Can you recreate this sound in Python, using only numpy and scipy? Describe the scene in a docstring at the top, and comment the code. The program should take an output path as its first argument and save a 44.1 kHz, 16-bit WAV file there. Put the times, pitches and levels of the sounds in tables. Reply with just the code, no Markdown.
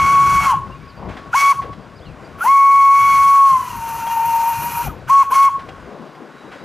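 """A level crossing in open country: a small steam locomotive blows its single-pipe whistle five times.
Steam hisses at the whistle's lip; in the long third blast the valve eases to half and the note sags.
Sheds and carriages send the note back. Wheels rumble, knock over rail joints, and a flange sings faintly.
Wind buffets the microphone and small birds twitter far off. A limiter ducks all under the whistle."""
import sys
import numpy as np
from scipy import signal
from scipy.fft import rfft, irfft
from scipy.io import wavfile
from scipy.ndimage import uniform_filter1d

SR = 44100
rng = np.random.default_rng(int(sys.argv[2]) if len(sys.argv) > 2 else 0)


def unload_wav(signal):
    """Save mono or channel-first audio to the path in sys.argv[1] as 16-bit WAV at rate SR, clipped to [-1, 1]."""
    wavfile.write(
        sys.argv[1],
        SR,
        np.round(np.clip(np.atleast_2d(signal).T, -1, 1) * 32767).astype(np.int16),
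    )


N = 292824

# Levels in the tables are relative; the functions add offsets.
# cord pulls: start_s, stop_s, pitch_hz, scoop_s, droop_s, swell_s, close_lead_s,
# hiss_db, sizzle_db, spit_db, breath_db, echo_send_db
BLASTS = [(-.2, 0.549, 1113, .01, 0.039, .05, 0.036, -28.5, -5, 0, 4, 1),
          (1.34, 1.534, 1120, .012, 0.00602, 0.044, 0.019, -21.5, -4.5, -7, -0.5, -0.5),
          (2.437, 4.885, 1109, .032, .018, 0.11, 0.012, -31, -0.5, 9.5, 0.5, -2),
          (5.085, 5.239, 1101, .012, 0.00677, 0.035, 0.0073, -45.5, -5, 4, 2.5, -1),
          (5.301, 5.498, 1101, .017, .006, 0.035, 0.046, -44.5, -2.5, 7, 1, -4)]
# valve easing in the long blast, last row holds to the end: time_s, sag_hz, hiss_change_db
VALVE_EASING = [(2.5, 0, 0.5), (2.72, 0, -2.5), (3.0, 0, 2), (3.2, -0.5, 4), (3.45, 6.5, 2), (3.51, 30, 1),
                (3.59, 92.5, -8.5), (3.74, 180, -11), (4.3, 197, -6), (4.6, 176.5, -5.5), (4.82, 157, -4.5),
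                (4.95, 156.5, -4), (5.0, -0.5, 20)]
# note at the roadside, one list per blast: time_s, note_db, octave_db
NOTE_LEVELS = [
    [(0, -7, -19.5), (.07, -10, -19.5), (.12, -3.5, -23.5), (.2, -0.5, -24), (.3, -8.5, -24.5),
     (.36, -12.5, -24.5), (.39, -3.5, -18), (.43, -33, -19.5), (.47, -8.5, -23), (.55, 10.5, -26)],
    [(1.338, 13.5, -30), (1.36, -5.5, -16), (1.41, -13, -14), (1.44, -3, -12.5), (1.535, 0.5, -16)],
    [(2.437, 3.5, -11.5), (2.53, -0.5, -21), (2.9, 1, -20), (3.07, -4.5, -16.5), (3.2, -3.5, -21),
     (3.42, 3, -34.5), (3.565, -7.5, -40), (3.6, -25.5, -52), (3.71, -36.5, -50), (3.78, -26.5, -58),
     (4.04, -24, -52), (4.12, -19, -44), (4.36, -15.5, -51), (4.5, -17, -49), (4.57, -26.5, -51),
     (4.63, -22, -48), (4.72, -27.5, -50), (4.81, -22, -66), (4.855, -28.5, -61), (4.885, 0, -52)],
    [(5.088, -8.5, -27), (5.105, -3, -34), (5.15, 4, -38), (5.225, 2, -23), (5.243, 1, -25.5)],
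    [(5.308, -10, -30), (5.333, -1, -43), (5.345, -19, -20), (5.36, -3, -30), (5.42, 2, -21.5),
     (5.5, -4, -30)],
]
# edge tones as the pipe starts or stops: start_s, end_s, from_hz, to_hz, level_db
SQUEAKS = [(1.331, 1.343, 1280, 1570, -13.5), (2.407, 2.439, 1290, 1555, -18),
           (4.892, 4.91, 1330, 1198, -31.5), (5.08, 5.091, 1450, 1565, -29),
           (5.305, 5.315, 1500, 1620, -30)]
# breathy upper pipe modes: harmonic, level_db, half_valve_change_db
PIPE_MODES = [(3, -10, 13), (4, -11.5, -6), (5, -11, -11)]
# steam noise spectra: freq_hz, density_db
HISS_SPECTRUM = [(1470, -6), (2500, -0.5), (3410, -11.5), (3710, -8.5), (4290, -2.5), (4720, -7),
                 (6020, -2.5), (9600, -9), (12500, -44), (21100, -120)]
SIZZLE_SPECTRUM = [(5410, -52), (9200, -24), (9870, 2.5), (11100, 8), (11800, 3), (13500, 3), (15300, 3)]
BREATH_SPECTRUM = [(400, -40), (700, -5.5), (1100, 5), (1450, 2.5), (1800, -11.5), (2600, -7),
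                   (3400, -13.5)]
# jet resonances, at any opening and at half valve: centre_hz, width_hz, level_db
JET_RINGS = [(1410, 360, -10), (6100, 300, -8), (6900, 29, -14.5), (10040, 87, -5)]
HALF_VALVE_RINGS = [(2426, 105, -0.5), (11980, 810, 7.5), (13500, 1000, 1.5), (10570, 310, -0.5)]
# wall reflections: delay_s, sharp_db, smear_db
ECHOES = [(0.077, -18.5, -50), (0.199, -40, -41), (0.822, -53.5, -48)]
# wheel rumble: freq_hz, density_db
RUMBLE_SPECTRUM = [(88, -33), (150, 1), (611, -2.5), (901, -7.5), (1070, -4.5), (1280, -15), (1410, -27),
                   (3000, -42), (3900, -59), (6600, -120)]
# wheel rumble: time_s, level_db
RUMBLE_LEVELS = [(0, -33.5), (.5, -41), (.91, -46.5), (1.07, -32.5), (1.25, -40.5), (1.5, -38),
                 (1.72, -35.5), (1.85, -44.5), (2.46, -42), (3.3, -42), (3.6, -48.5), (4.05, -48),
                 (4.55, -47.5), (4.62, -33.5), (4.77, -41.5), (4.92, -35.5), (5.25, -40.5), (5.75, -39),
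                 (6.34, -41), (6.64, -40.5)]
# jolts at rail joints: start_s, level_db, rattle_hz, rattle_t60_s
KNOCKS = [(.668, -33, 930, 0.077), (1.088, -27, 595.5, 0.62), (1.168, -24, 1300, 0.15),
          (1.618, -24.5, 1016, 0.22), (1.729, -26.5, 1100, 0.078), (4.068, -16.5, 450.5, 0.059),
          (4.875, -26, 151.9, 0.052), (5.592, -26, 801, 0.17), (5.6885, -21, 2005, 0.055),
          (6.151, -33, 688, 0.1), (6.516, -28, 1180, 0.48)]
# ringing of a wheel: freq_hz, level_db, t60_s
WHEEL_MODES = [(764, 13, 0.068), (1570, 2, 0.077), (2000, 17, 0.01), (2750, -17, 0.076), (3250, -5, 0.32),
               (3960, -14, 0.37), (4350, -42, .1)]
# flange tone: time_s, level_db
SQUEAL_LEVELS = [(4.9, -75), (5.02, -66), (5.1, -72), (5.8, -80), (6.0, -65), (6.2, -78), (6.4, -62),
                 (6.64, -61)]
# wind on the microphone: freq_hz, density_db
WIND_SPECTRUM = [(12, -32), (20, -22.5), (48, -2), (140, -0.5), (204, -7), (260, -15), (320, -17),
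                 (420, -15.5), (700, -120)]
# breeze: time_s, level_db
BREEZE_LEVELS = [(0, -39), (.8, -38.5), (2.3, -46.5), (4.3, -41.5), (5.75, -39.5), (6.3, -73), (6.45, -47),
                 (6.64, -54)]
# gusts: centre_s, level_db, half_length_s
GUSTS = [(0.044, -24, 0.024), (0.323, -23, 0.16), (.66, -30.5, 0.042), (1.053, -30, 0.058),
         (1.625, -34.5, 0.1), (2.102, -33, 0.03), (3.141, -30.5, 0.11), (3.542, -32, 0.027),
         (3.79, -34, 0.062), (4.624, -33, 0.057), (4.88, -30, 0.027)]
# bird notes: level_db, [(time_s, pitch_hz), ...]
TWEETS = [(-50, [(.715, 2700), (.74, 2885)]), (-50, [(.745, 2410), (.775, 2500)]), (-53, [(.81, 2220),
          (.84, 2370)]), (-53.5, [(.88, 4980), (.9, 4700), (.915, 3890)]), (-55, [(.965, 4800),
          (.99, 4540)]), (-54.5, [(1.955, 4610), (1.975, 5170), (1.99, 4360), (2.0, 3400)]),
          (-54, [(2.005, 3000), (2.04, 3620), (2.06, 2940), (2.13, 2310)]), (-54, [(2.052, 3580),
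          (2.068, 4400), (2.078, 3900)]), (-55, [(2.245, 4680), (2.27, 4830)])]
# distant hiss: freq_hz, density_db
DISTANT_SPECTRUM = [(880, -6), (1500, 3.5), (1650, -1.5), (3890, -14.5), (4250, -16.5), (4860, -17.5),
                    (5950, -20.5), (15000, -36.5)]
# capsule balance: freq_hz, left_minus_right_db
STEREO_TILT = [(60, 4), (110, 7), (200, 10), (380, 7), (700, 4.5), (920, 3), (1100, .9), (1400, .4),
               (3000, .2), (8000, .5), (14900, 1.2)]


def whistle():
    """Steam drives a pipe, jet turbulence frays the note. Returns (direct, sent to the walls)."""
    pitch_hz, flat, hiss_db, sizzle_db, breath_db, send_db, blows = valve()
    note_db, octave_db = curves(np.concatenate(NOTE_LEVELS))
    note_db, octave_db = note_db - 28 * flat, octave_db - 47 * flat
    speaks = gate(blast[:2] for blast in BLASTS)
    weak = np.clip((1090 - pitch_hz) / 140, 0, 1)  # 1 when the note sags, as at half valve
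    breath_db = breath_db - 0.077 * (1 - weak) * np.maximum(note_db + 8.5, -10)  # softer note, more breath
    wander_hz, wobble_hz = 3.98 * drift(7.96), 7.1 * weak * drift(21.8)
    phase = 2 * np.pi * np.cumsum(pitch_hz + wander_hz + wobble_hz) / SR
    fray = amp(-29.5 + 12.5 * weak) * (drift(120) + 1j * drift(87))
    note = amp(note_db + 1.5 * weak * drift(30)) * np.imag((1 + fray) * np.exp(1j * phase))
    rough_db = 2 * (1 + 1.38 * weak) * drift(120)
    octave = amp(octave_db + rough_db) * np.sin(2 * phase + 0.31 * drift(60))
    modes = sum(amp(db + change_db * weak + 0.24 * (octave_db + 25.5))
                * (drift(56) * np.sin(k * phase) + drift(52) * np.cos(k * phase))
                for k, db, change_db in PIPE_MODES)
    jet = steam_jet(modes, speaks, weak, hiss_db, sizzle_db, breath_db)
    squeaks = sum(glide([(a, from_hz), (b, to_hz)], db) for a, b, from_hz, to_hz, db in SQUEAKS)
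    common = np.sqrt(2) * speaks * octave + near_scatter(blows * jet) + squeaks
    sent = amp(send_db - 8.5 * weak) * np.sin(phase)  # without the fades of the direct path
    return np.sqrt(2) * speaks * note + common, np.sqrt(2) * speaks * sent + common


def valve(scoop_hz=334.9, droop_hz=309, close_db_per_s=525, trail_s=0.038):
    """Pitch and steam curves of the pulls; low pressure flattens both ends of each note."""
    t, pulls = np.arange(N) / SR, np.array(BLASTS)
    nearest = np.searchsorted((pulls[1:, 0] + pulls[:-1, 1]) / 2, t)
    (start_s, stop_s, held_hz, scoop_s, droop_s, swell_s, close_lead_s,
     hiss_db, sizzle_db, spit_db, breath_db, send_db) = pulls[nearest].T
    scoop = np.exp(-(np.maximum(t - start_s, 0) / scoop_s) ** 1.43)
    droop = np.exp(-(np.maximum(stop_s - t, 0) / droop_s) ** 1.2)
    sag_hz, eased_db = curves(VALVE_EASING)
    pitch_hz = held_hz - sag_hz - scoop_hz * scoop - droop_hz * droop
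    open_s = start_s + 1.34 * scoop_s
    swell_left = np.clip((open_s - t) / swell_s, 0, 2)
    flow_db = -19 * swell_left - close_db_per_s * np.maximum(t - stop_s + close_lead_s, 0)
    hiss_db = hiss_db + eased_db + flow_db
    sizzle_db = sizzle_db + spit_db * np.sin(np.pi * np.minimum(swell_left, 1))
    breath_db = breath_db - 0.85 * flow_db  # breath follows only 15% of the swell and close
    blows = gate(sorted(set(zip(open_s - swell_s, stop_s + trail_s))), fade_s=0.072)
    return pitch_hz, scoop + droop, hiss_db, sizzle_db, breath_db, send_db, blows


def steam_jet(modes, speaks, weak, hiss_db, sizzle_db, breath_db, build_s=0.45):
    """Wet steam sputters at the lip: hiss, sizzle, breath. Extra rings build slowly at half valve."""
    step = 1 / (build_s * SR)
    built = signal.lfilter([step], [1, step - 1], weak * speaks) * speaks * np.minimum(2 * weak, 1)
    white = rng.standard_normal(N)
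    rings = [amp(db) * narrow_band(white, hz, width) for hz, width, db in JET_RINGS + HALF_VALVE_RINGS]
    breath_ring, hiss_ring, thin_ring, sizzle_ring, half_ring, *half_top_rings = rings
    hiss = noise(HISS_SPECTRUM, 0.61, 16) + hiss_ring + thin_ring + built * half_ring + speaks * modes
    sizzle = amp(-5 * built) * noise(SIZZLE_SPECTRUM, 0.37, 12) + sizzle_ring
    sizzle += built * amp(3.35 * drift(20)) * sum(half_top_rings)
    breath = noise(BREATH_SPECTRUM, 1.0, 14.6) + breath_ring
    sputter = amp(0.84 * drift(23))
    steam = hiss + amp(sizzle_db - 2.5) * sizzle + amp(breath_db + 5) * breath
    return amp(hiss_db - 3.5) * sputter * steam


def wall_echoes(x, note_hz=1112, tail_t60_s=0.65):
    """Buildings return mostly the full note, with a thin tail; it flutters as the train moves."""
    t = np.arange(2 * SR) / SR
    tail = unit(rng.standard_normal(len(t))) * amp(-16 - 60 * t / tail_t60_s)
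    response = tail * (t > 0.03) / np.sqrt(SR * 0.1)
    for delay_s, sharp_db, smear_db in ECHOES:
        i, spread = round(delay_s * SR), round(0.3 * delay_s ** 0.5 * SR)  # far walls smear more
        smear = rng.standard_normal(SR)[:spread] * np.hanning(spread) / np.sqrt(spread)
        response[i] += amp(sharp_db)
        response[i:i + spread] += amp(smear_db + 4) * smear
    dull = signal.lfilter(*signal.butter(1, 9300, fs=SR), x)
    reflected = resonance(x, note_hz, width_hz=70) + amp(-19) * dull
    flutter = amp(1.8 * drift(20))
    return flutter * signal.fftconvolve(reflected, response)[:N]


def near_scatter(x, level_db=-10.5, t60_s=0.24):
    """Adds a short bright decay off the ground and carriages."""
    t = np.arange(SR // 2) / SR
    response = rng.standard_normal(len(t)) * amp(-60 * t / t60_s) * (t > 0.006)
    return x + amp(level_db) * signal.fftconvolve(x, response / np.linalg.norm(response))[:N]


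def wheel_rumble():
    """Wheels roll on the rails: low, uneven noise."""
    level_db, = curves(RUMBLE_LEVELS)
    return amp(level_db + 1.5) * noise(RUMBLE_SPECTRUM, flicker_db=2.94, rate_hz=19)


def joint_knocks(attack_s=0.004):
    """Each rail joint strikes the wheel modes and shakes out a short broad rattle."""
    strikes_db = rng.normal(-23.5, 3, (len(KNOCKS), len(WHEEL_MODES)))
    out, t = np.zeros(N), np.arange(SR // 3) / SR
    for (start_s, level_db, rattle_hz, rattle_t60_s), mode_gains_db in zip(KNOCKS, strikes_db):
        ring = sum(amp(db + gain_db - 60 * t / t60_s) * np.sin(2 * np.pi * hz * t)
                   for (hz, db, t60_s), gain_db in zip(WHEEL_MODES, mode_gains_db))
        rattle = unit(resonance(resonance(rng.standard_normal(len(t)), rattle_hz, 800), rattle_hz, 2500))
        rattle *= amp(-9 - 60 * t / rattle_t60_s) * np.minimum(t / attack_s, 1)
        i = round(start_s * SR)
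        out[i:i + len(t)] += (amp(level_db) * (ring + rattle))[:N - i]
    return out


def flange_squeal():
    """A wheel flange sings on the rail: a faint, thin, wavering tone."""
    level_db, = curves(SQUEAL_LEVELS)
    return amp(level_db) * narrow_band(rng.standard_normal(N), hz=3880, width_hz=30)


def wind():
    """Breeze and gusts buffet the microphone; their powers add."""
    t = np.arange(N) / SR
    breeze_db, = curves(BREEZE_LEVELS)
    gust_power = sum(amp(db) ** 2 * np.exp(-((t - at_s) / half_s) ** 2) for at_s, db, half_s in GUSTS)
    return np.sqrt(amp(breeze_db) ** 2 + gust_power) * noise(WIND_SPECTRUM, flicker_db=2.15, rate_hz=9.1)


def birds():
    """Single notes, frayed by distance, over the blurred chatter of many small birds."""
    notes = sum(glide(path, db) for db, path in TWEETS) * amp(2.1 * drift(90))
    chatter = narrow_band(rng.standard_normal(N), hz=4800, width_hz=500) * amp(-69 + 3.9 * drift(17))
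    return near_scatter(near_scatter(notes)) + chatter


def distant_hiss():
    """Faint, nearly steady noise from far off."""
    return amp(-47) * noise(DISTANT_SPECTRUM, flicker_db=1.0, rate_hz=1.9)


def amp(db):
    """Decibels to gain."""
    return 10 ** (np.asarray(db) / 20)


def unit(x):
    """Scale to rms 1."""
    return x / np.sqrt(np.mean(x ** 2) + 1e-20)


def curves(rows):
    """Rows of (time_s, values...) to one per-sample curve per value column."""
    time_s, *columns = np.transpose(rows)
    return [np.interp(np.arange(N) / SR, time_s, column) for column in columns]


def gate(spans_s, fade_s=0.0049):
    """1 inside the spans, fading at their inner edges."""
    t = np.arange(N) / SR
    return sum(np.clip(np.minimum(t - a + (a <= 0), b - t) / fade_s, 0, 1) for a, b in spans_s)


def at_hz(spectrum, hz):
    """Read a spectrum on a log-frequency axis."""
    freq_hz, level_db = np.transpose(spectrum)
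    return np.interp(np.log(hz), np.log(freq_hz + 1), level_db)


def drift(rate_hz):
    """Smooth random curve, rms 1."""
    r = np.exp(-2 * np.pi * rate_hz / SR)
    return unit(signal.lfilter([1], [1, -2 * r, r * r], rng.standard_normal(N + SR))[SR:])


def noise(spectrum, flicker_db, rate_hz):
    """Coloured noise, rms 1; its octaves flicker partly together, partly alone."""
    hz = np.fft.rfftfreq(N, 1 / SR) + 1
    low_hz, high_hz = spectrum[0][0], spectrum[-1][0]
    coloured = rfft(rng.standard_normal(N)) * amp(at_hz(spectrum, hz)) * ((hz > low_hz) & (hz < high_hz))
    out, shared = np.zeros(N), drift(rate_hz / 2)
    for octave in range(int(np.log2(low_hz)), int(np.log2(high_hz)) + 2):
        band = irfft(coloured * np.clip(1 - abs(np.log2(hz) - octave), 0, 1), N)
        out += band * amp(flicker_db * (shared + drift(rate_hz)))
    return unit(out)


def resonance(x, hz, width_hz):
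    """Two-pole resonance, peak gain 1."""
    r = np.exp(-np.pi * width_hz / SR)
    gain = (1 - r * r) / 2
    return signal.lfilter([gain, 0, -gain], [1, -2 * r * np.cos(2 * np.pi * hz / SR), r * r], x)


def narrow_band(x, hz, width_hz):
    """Two equal resonances in series, rms 1."""
    return unit(resonance(resonance(x, hz, width_hz), hz, width_hz))


def glide(path, level_db):
    """Sine along (time_s, pitch_hz) points under a rounded envelope."""
    t, (time_s, pitch_hz) = np.arange(N) / SR, np.transpose(path)
    envelope = np.sin(np.pi * np.clip((t - time_s[0]) / (time_s[-1] - time_s[0]), 0, 1)) ** 0.27
    phase = 2 * np.pi * np.cumsum(np.interp(t, time_s, pitch_hz)) / SR
    return np.sqrt(2) * amp(level_db) * envelope * np.sin(phase)


def scene():
    """Whistle and echoes over train, wind and birds; both channels alike."""
    direct, sent = whistle()
    bed = wind() + wheel_rumble() + distant_hiss()
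    return np.tile(direct + wall_echoes(sent) + bed + joint_knocks() + birds() + flange_squeal(), (2, 1))


def record(dry, threshold_db=-7.5, release_db_per_s=103, cutoff_hz=15450):
    """Limiter, more bass in the left capsule, faint noise floor, steep top cut."""
    excess_db = np.maximum(20 * np.log10(abs(dry[0]) + 1e-9) - threshold_db, 0)
    release_db = release_db_per_s * np.arange(N) / SR
    cut_db = np.maximum.accumulate(0.76 * excess_db + release_db) - release_db
    limited = dry * amp(-uniform_filter1d(cut_db, size=160))
    left_over_right = amp(at_hz(STEREO_TILT, np.fft.rfftfreq(N, 1 / SR) + 1))
    left_gain = 2 * left_over_right / (1 + left_over_right)
    stereo = irfft(rfft(limited) * [left_gain, 2 - left_gain], N)
    stereo += amp(-85) * rng.standard_normal((2, N))
    return signal.sosfilt(signal.ellip(10, 0.5, 60, cutoff_hz, fs=SR, output="sos"), stereo)


dry = scene()
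out = record(dry)
unload_wav(out)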